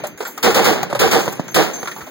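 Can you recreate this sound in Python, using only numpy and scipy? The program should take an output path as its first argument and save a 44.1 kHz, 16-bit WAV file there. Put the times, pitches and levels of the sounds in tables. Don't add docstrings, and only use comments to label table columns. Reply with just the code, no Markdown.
import sys
import numpy as np
from scipy import signal
from scipy.fft import rfft, irfft, next_fast_len
from scipy.io import wavfile
from scipy.ndimage import uniform_filter1d, map_coordinates

SR = 44100
rng = np.random.default_rng(int(sys.argv[2]) if len(sys.argv) > 2 else 0)


def waveform_to_disk(signal):
    frames = np.transpose(np.atleast_2d(signal))
    scaled = np.clip(frames, -1, 1) * 32767
    samples = np.round(scaled).astype(np.int16)
    wavfile.write(sys.argv[1], SR, samples)


def volts(x):
    e = np.asarray(x, float) / 20
    return 10 ** e


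N = 92610
T = np.arange(N) / SR


def along(points, hz):
    f, v = np.transpose(points)
    return np.interp(np.log(hz + 1), np.log(f + 1), v)


def over_time(points):
    return np.interp(T, *np.transpose(points))


def filtered(x, response):
    m = next_fast_len(x.shape[-1] + 8192)
    return irfft(rfft(x, m) * response(np.fft.rfftfreq(m, 1 / SR)), m)[..., :x.shape[-1]]


def peak(f, hz, width):
    return 1j * f * width / (hz * hz - f * f + 1j * f * width)


def ports(pair, apart, response):
    y = filtered(pair, lambda f: response(f) * [np.ones_like(f), volts(along(apart, f))])
    return y / np.sqrt(np.mean(y[0] ** 2))


def noise(n, apart, points):
    return ports(rng.standard_normal((2, n)), apart, lambda f: volts(along(points, f)))


def swell(t, attack, hold, t60):
    fall = volts(-60 * np.clip(t - attack - hold, 0, None) / t60)
    return np.sin(np.clip(t / attack, 0, 1) * np.pi / 2) * fall


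def add(out, s, x):
    i = round(s * SR)
    x = x[:, max(0, -i):N - i]
    out[:, max(i, 0):max(i, 0) + x.shape[1]] += x


# frequency in Hz, level in dB per Hz.
BRIGHT = [(800, 27), (3000, 5), (7000, 14.5), (10000, -31), (14500, -16), (16000, 31)]
# frequency in Hz, port difference over port sum in dB.
APART = [(40, -19), (150, -21.5), (400, -15), (900, -1), (2500, -0.5)]


def knock(db, hz, t60, bright_db, width):
    t = T[:SR // 3]
    body = ports(rng.standard_normal((2, len(t))), APART,
                 lambda f: peak(f, hz, 2 * width * hz) + 0.0071 * peak(f, 2.4 * hz, 2 * hz))
    wander = .03 * np.cumsum(rng.standard_normal(len(t)))
    tone = np.sin(2 * np.pi * hz * t + wander) * [[1], [.3]]
    tone = tone * (width < .5) * min(1, 620 / hz) ** .5
    edge_top_hz = 9000 * volts(bright_db / 2 + 5.5)
    edge = ports(rng.standard_normal((2, len(t))), APART,
                 lambda f: volts(along(BRIGHT, f)) / (1 + (f / edge_top_hz) ** 4))
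    struck = swell(t, .0007, 0.051 * t60, t60) * (0.67 * body + tone)
    contact = volts(bright_db) * swell(t, 0.0011, 0.015 * t60, 1.43 * t60) * edge
    return volts(db) * (struck + contact)


# frequency in Hz, level in dB per Hz.
AIR = [(60, -28), (150, 12), (300, 15.5), (900, -7.5), (2500, -4.5), (5000, -24.5), (10000, -53),
       (15000, -24.5)]
# time in seconds, level in dB.
AIR_LEVEL = [(0, -32), (.16, -43.5), (.2, -42), (.42, -38), (1.45, -37), (2.1, -38.5)]
# frequency in Hz, level in dB per Hz.
RUMBLE = [(35, -10), (70, -14), (120, 30), (200, 21.5), (400, -38)]
# time in seconds, level in dB.
RUMBLE_LEVEL = [(0, -31), (.04, -34), (.09, -38), (.135, -32), (.18, -56), (.22, -56), (.26, -68),
                (.42, -55), (.8, -30.5), (1.5, -33), (1.75, -44), (1.97, -40), (2.03, -39), (2.1, -51)]


def air():
    uneven_db = [map_coordinates(rng.standard_normal(N // 1000), [T * 25]) for _ in range(2)]
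    far = volts(over_time(AIR_LEVEL) + 0.37 * uneven_db[0])
    low = volts(over_time(RUMBLE_LEVEL) + uneven_db[1])
    return far * noise(N, APART, AIR) + low * noise(N, APART, RUMBLE)


# start in seconds, level in dB, pitch in Hz, T60 in seconds,
# brightness in dB.
KNOCKS = [(.001, -35.5, 700, 0.035, -13), (.037, -24.5, 596.5, 0.16, -40), (0.07, -51.5, 1500, 0.031, 25.5),
          (0.1756, -43.5, 1600, 0.15, -1), (0.2044, -21.5, 422, 0.095, -44), (.224, -27.5, 500, 0.088, -4),
          (0.251, -30, 1400, 0.13, -24), (0.267, -37, 900, 0.16, 12), (0.3763, -31, 1250, 0.089, 3.5),
          (.899, -28, 574, 0.17, -17), (0.949, -18, 560, 0.11, -28), (1.322, -33, 790, 0.093, -17),
          (1.4803, -34.5, 1565, 0.067, 5), (1.734, -37.5, 700, 0.19, -11), (1.856, -31, 1160, 0.042, -2),
          (1.873, -25.5, 1376, 0.096, -7), (1.914, -30.5, 1790, 0.077, -14), (1.962, -39, 900, 0.16, 8.5),
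          (1.984, -40.5, 900, 0.11, -3), (2.007, -35, 1300, 0.14, -11), (2.066, -38, 612, 0.14, -3)]
# frequency in Hz, level in dB, T60 in seconds.
CASE = [(4760, -14.5, 0.58), (6300, -3, 1), (6395, -1, 0.4), (6700, -16, 0.21), (6560, -22, 0.22),
        (7470, -26, 0.83), (7490, -2, 0.2), (9930, -12, 0.24)]
# frequency in Hz, level in dB, T60 in seconds.
LINK = [(10460, -12, 0.2), (12200, -2, 0.16), (12770, -12, 0.12), (14360, -17, 0.3), (14500, -16, .25),
        (14960, -9, .2), (15260, -7, 0.1)]
# frequency in Hz, level in dB, T60 in seconds.
PLATE = [(3330, -12, .35), (5400, -6.5, 1), (7140, -4, 1), (12500, -5, 0.31)]
# start in seconds, level in dB.
CASES = [(-.04, -47), (.069, -52.5), (.25, -45.5), (.75, -62), (1.205, -38), (1.48, -41.5), (1.734, -36.5),
         (1.86, -49)]
# start in seconds, level in dB.
LINKS = [(.069, -42.5), (0.273, -35), (.85, -67), (1.25, -63), (1.325, -48), (1.51, -54), (1.80, -48),
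         (1.875, -59), (1.975, -49)]
# start in seconds, level in dB.
PLATES = [(1.296, -43)]


def ringing(modes):
    t = T[:SR // 2]
    out = np.zeros((2, len(t)))
    for hz, level_db, t60 in modes:
        r = rng.standard_normal((4, 1))
        beat = 1 + 0.3 * np.sin(2 * np.pi * 25 * (1 + 0.385 * r[0]) * t + 3 * r[1])
        blur = .04 * np.cumsum(rng.standard_normal(len(t)))
        ring = np.sin(2 * np.pi * hz * (1 + 0.00207 * r[1]) * t + 3 * r[2:] + blur)
        out += volts(level_db + 4 * r[0]) * ring * beat * swell(t, 0.00089, 0.00075, t60)
    return out


def deck():
    out = np.zeros((2, N))
    for s, db, hz, t60, bright_db in KNOCKS:
        add(out, s, knock(db, hz, t60, bright_db, width=.3))
    for modes, drops in ((CASE, CASES), (LINK, LINKS), (PLATE, PLATES)):
        for s, db in drops:
            add(out, s, volts(db) * ringing(modes))
    return out


# start in
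# seconds, level in dB, T60 in seconds.
TICKS = [(.069, -30, 0.039), (.1755, -39.5, 0.074), (.27, -47, .05), (.378, -30, .02),
         (.8295, -34.5, 0.013), (1.255, -31, .05), (1.325, -29.5, .05)]
# frequency in Hz, level in dB per Hz.
TICK = [(2000, -30), (4000, -18), (7000, 4.5), (10000, -9), (15000, 1), (17000, 4)]
# time in seconds, level in dB.
JINGLE = [(0, -70), (.17, -84), (.19, -54), (.42, -57.5), (.8, -60), (.98, -80), (1.2, -45), (1.42, -64.5),
          (1.7, -52.5), (2.1, -57)]


def jingle():
    per_s, low_hz, top_hz, ring_t60 = 400, 5000, 15700, .07
    shimmer_db, crack_db = 6, -21
    t = T[:SR // 20]
    r = rng.random((int(per_s * N / SR), 5))
    hz = low_hz + (top_hz - low_hz) * r[:, 1:2] ** .6
    at = (r[:, :1] * N).astype(int)
    level_db = over_time(JINGLE)
    size = volts(level_db[at] - 1.5 * np.log(r[:, 2:3]))
    rings = size * np.sin(2 * np.pi * hz * t) * swell(t, 0.00033, 0, ring_t60 * (.5 + r[:, 3:4]))
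    when = (at + np.arange(len(t))).ravel()
    sides = (1, 2 * r[:, 4:] - 1)
    out = np.array([np.bincount(when, (rings * g).ravel(), N)[:N] for g in sides])
    out += volts(level_db + shimmer_db) * noise(N, APART, TICK)
    cracks = [(s, db + crack_db, .015) for s, db in ROUNDS]
    for s, db, t60 in TICKS + cracks:
        add(out, s, volts(db) * swell(t, .0003, .002, t60) * noise(len(t), APART, TICK))
    return out


# start in seconds, level in dB.
THUMPS = [(.035, -32), (0.141, -29), (.52, -20), (0.704, -17), (1.07, -14.5), (1.2, -27), (1.548, -14),
          (2.021, -21)]


def thumps():
    out = np.zeros((2, N))
    for s, db in THUMPS:
        out[0] += volts(db) * np.sin(2 * np.pi * 70 * (T - s)) * swell(T - s, 0.011, 0.0027, 0.029)
    return out


# frequency in Hz, level in dB per Hz.
GAS = [(100, -18), (600, -0.5), (2000, 0), (4500, -2), (7000, -5), (10000, -10.5), (14500, -8), (16000, -4)]


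def gas():
    level = 0
    for s, db in ROUNDS:
        blast = swell(T - s, 0.001, 0.019, 0.25)
        tail = volts(-15) * swell(T - s, 0.0093, 0.051, 0.42)
        lead = volts(-1) * swell(T - s + 0.0042, 0.0023, 0.0022, 0.0071)
        level = level + volts(db) * (blast + tail + lead)
    return volts(-4) * level * noise(N, BOOM_APART, GAS)


# frequency in Hz, level in dB per Hz.
BOOM = [(40, -24), (130, -3), (330, -6), (800, -12), (1500, -14), (3000, -20), (7000, -29), (16000, -107)]
# frequency in Hz, port difference over port sum in dB.
BOOM_APART = [(40, -3), (150, -9), (400, -9), (800, -1.5), (2000, 0.5)]
# frequency in Hz, width in Hz, lift in dB.
MOUNT = [(420, 184, 8.5), (745, 104, 4), (1250, 24, -3), (205, 40, 6.5)]


def boom():
    reflections_per_s, scatter_db = 4000, 2.5
    level = 0
    for s, db in ROUNDS:
        near = swell(T - s - 0.0075, 0.017, 0.027, 0.16)
        tail = volts(-7.5) * swell(T - s, 0.0089, 0.057, 0.73)
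        level = level + volts(db) * (near + tail)
    echoes = (rng.random((2, N)) < reflections_per_s / SR) * rng.standard_normal((2, N))
    echoes = echoes * volts(scatter_db * rng.standard_normal((2, N)))

    def mount(f):
        lifts = sum((volts(db) - 1) * peak(f, hz, w) for hz, w, db in MOUNT)
        return volts(along(BOOM, f)) * (1 + lifts)

    return volts(2) * level * ports(echoes, BOOM_APART, mount)


# start pitch in Hz, level in dB, delay in seconds,
# rise in seconds, hold in seconds.
GLIDES = [(519, 3, .012, 0.027, 0.038), (790, 1.5, .04, 0.012, 0.0065), (346.7, 3.5, 0.062, 0.0049, 0.0083),
          (1272, -11, 0.011, 0.0069, 0.022), (948, -21, .022, 0.014, 0.027),
          (834, -8, 0.08, 0.0047, 0.0087)]


def mount_answer(out, s, db):
    sag_per_s, t60, roughness = 2.407, 0.015, .25
    u = T[:SR // 6]
    for hz, glide_db, delay, rise, hold in GLIDES:
        rough = map_coordinates(rng.standard_normal((2, N // 400)), [[[0], [1]] + 0 * u, [u * 70] * 2])
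        phase = 2 * np.pi * hz * (u - sag_per_s * u * u / 2) + 0.17 * rough[1]
        tone = (1 + roughness * rough[0]) * np.sin(phase)
        add(out, s + delay, volts(db + glide_db + 0.5) * tone * swell(u, rise, hold, t60) * [[1], [0]])


# start in seconds, strength in dB.
ROUNDS = [
    (0.4312, -16.5),
    (0.5473, -18),
    (0.646, -18),
    (0.9951, -17),
    (1.1149, -18.5),
    (1.547, -16),
]


def gun():
    push_db, push_s = -5, 0.0034
    lag_s, lag_top_hz = 0.00008, 900
    out = thumps() + gas() + boom()
    for s, db in ROUNDS:
        mount_answer(out, s, db)
        out[1] -= volts(db + push_db) * np.sin(np.pi * np.clip((T - s) / push_s, 0, 1)) ** 2
        add(out, s + 0.074, knock(db - 7, 700, 0.17, 5, width=1.0))
    out[1] += filtered(out[0], lambda f: -2j * np.pi * f * lag_s / (1 + (f / lag_top_hz) ** 2))
    return out


# start in seconds, peak level in dB, pitch in Hz, brightness in dB.
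SLAPS = [
    (0.8297, -12.5, 1180, -9),
    (0.9279, -12, 531, -28),
    (1.2784, -10, 453, -27),
    (1.3959, -14, 263, -22.5),
    (1.8295, -18, 762, -30),
]


def ridge():
    t60, low_hz = 0.035, 158
    out, t = np.zeros((2, N)), T[:SR // 10]
    for s, db, hz, bright_db in SLAPS:
        stretched = t + np.minimum(t, .001)
        blast = -np.sin(2 * np.pi * hz * stretched) * swell(t, 0.00013, 0.00033, t60)
        blast += volts(-1) * np.sin(2 * np.pi * low_hz * t) * swell(t, 0.0044, 0.001, 0.023)
        add(out, s, volts(db) * blast * [[1], [.25]] * (500 / hz + 0.045))
        add(out, s, knock(db - 4.0, 0.627 * hz, t60, bright_db + 12.5, width=0.17))
        add(out, s, knock(db - 16.5, hz, 0.072, -29.5, width=0.5))
    return out


def scene():
    both, apart = air() + deck() + jingle() + gun() + ridge()
    return np.array([both + apart, both - apart])


# frequency in Hz, threshold against the neighbours in dB.
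MASK = [(2700, -13), (5500, -11), (7800, -6), (8700, -3.5), (15000, -4)]
EDGES_HZ = SR / 2048 * np.r_[0, 96, 108, 120, 132, 144, 160, 176, 196, 216, 240, 264, 292, 320:960:32]


def thinned(x):
    quiet_db = -99
    hz, _, z = signal.stft(x, SR, nperseg=2048)
    starts = np.searchsorted(hz, EDGES_HZ)
    widths = np.diff(np.r_[starts, len(hz)])
    power = np.add.reduceat(np.abs(z) ** 2, starts, axis=1) * 12 / widths[:, None]
    band = np.repeat(power, widths, axis=1)
    around = uniform_filter1d(band.mean(0), size=128, axis=0)
    mask = around * volts(along(MASK, hz))[:, None] ** 2 + volts(quiet_db) ** 2
    keep = np.where(hz[:, None] < 2000, 1, band ** 6 / (band ** 6 + mask ** 6 + 1e-300))
    return signal.istft(z * keep, SR, nperseg=2048)[1][:, :N]


def top_cut(x):
    return signal.sosfilt(signal.butter(12, 16880, fs=SR, output="sos"), x)


def record(dry):
    overload, hardness, lag = 0.77, 1.57, 16
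    low_hz, top_hz, leak = 87, 15850, .01
    x = dry / (1 + np.abs(dry / overload) ** hardness) ** (1 / hardness)
    x = x - np.pad(x[::-1], ((0, 0), (lag, 0)))[:, :N]

    def cut(f):
        band = (f < top_hz) + leak * (f < 16900)
        return band * np.array([1j * f / (low_hz + 1j * f), np.ones_like(f)])

    mid, side = thinned(filtered(np.array([x[0] + x[1], x[0] - x[1]]) / 2, cut))
    return top_cut(np.clip([mid + side, mid - side], -1, 1))


dry = scene()
out = record(dry)
waveform_to_disk(out)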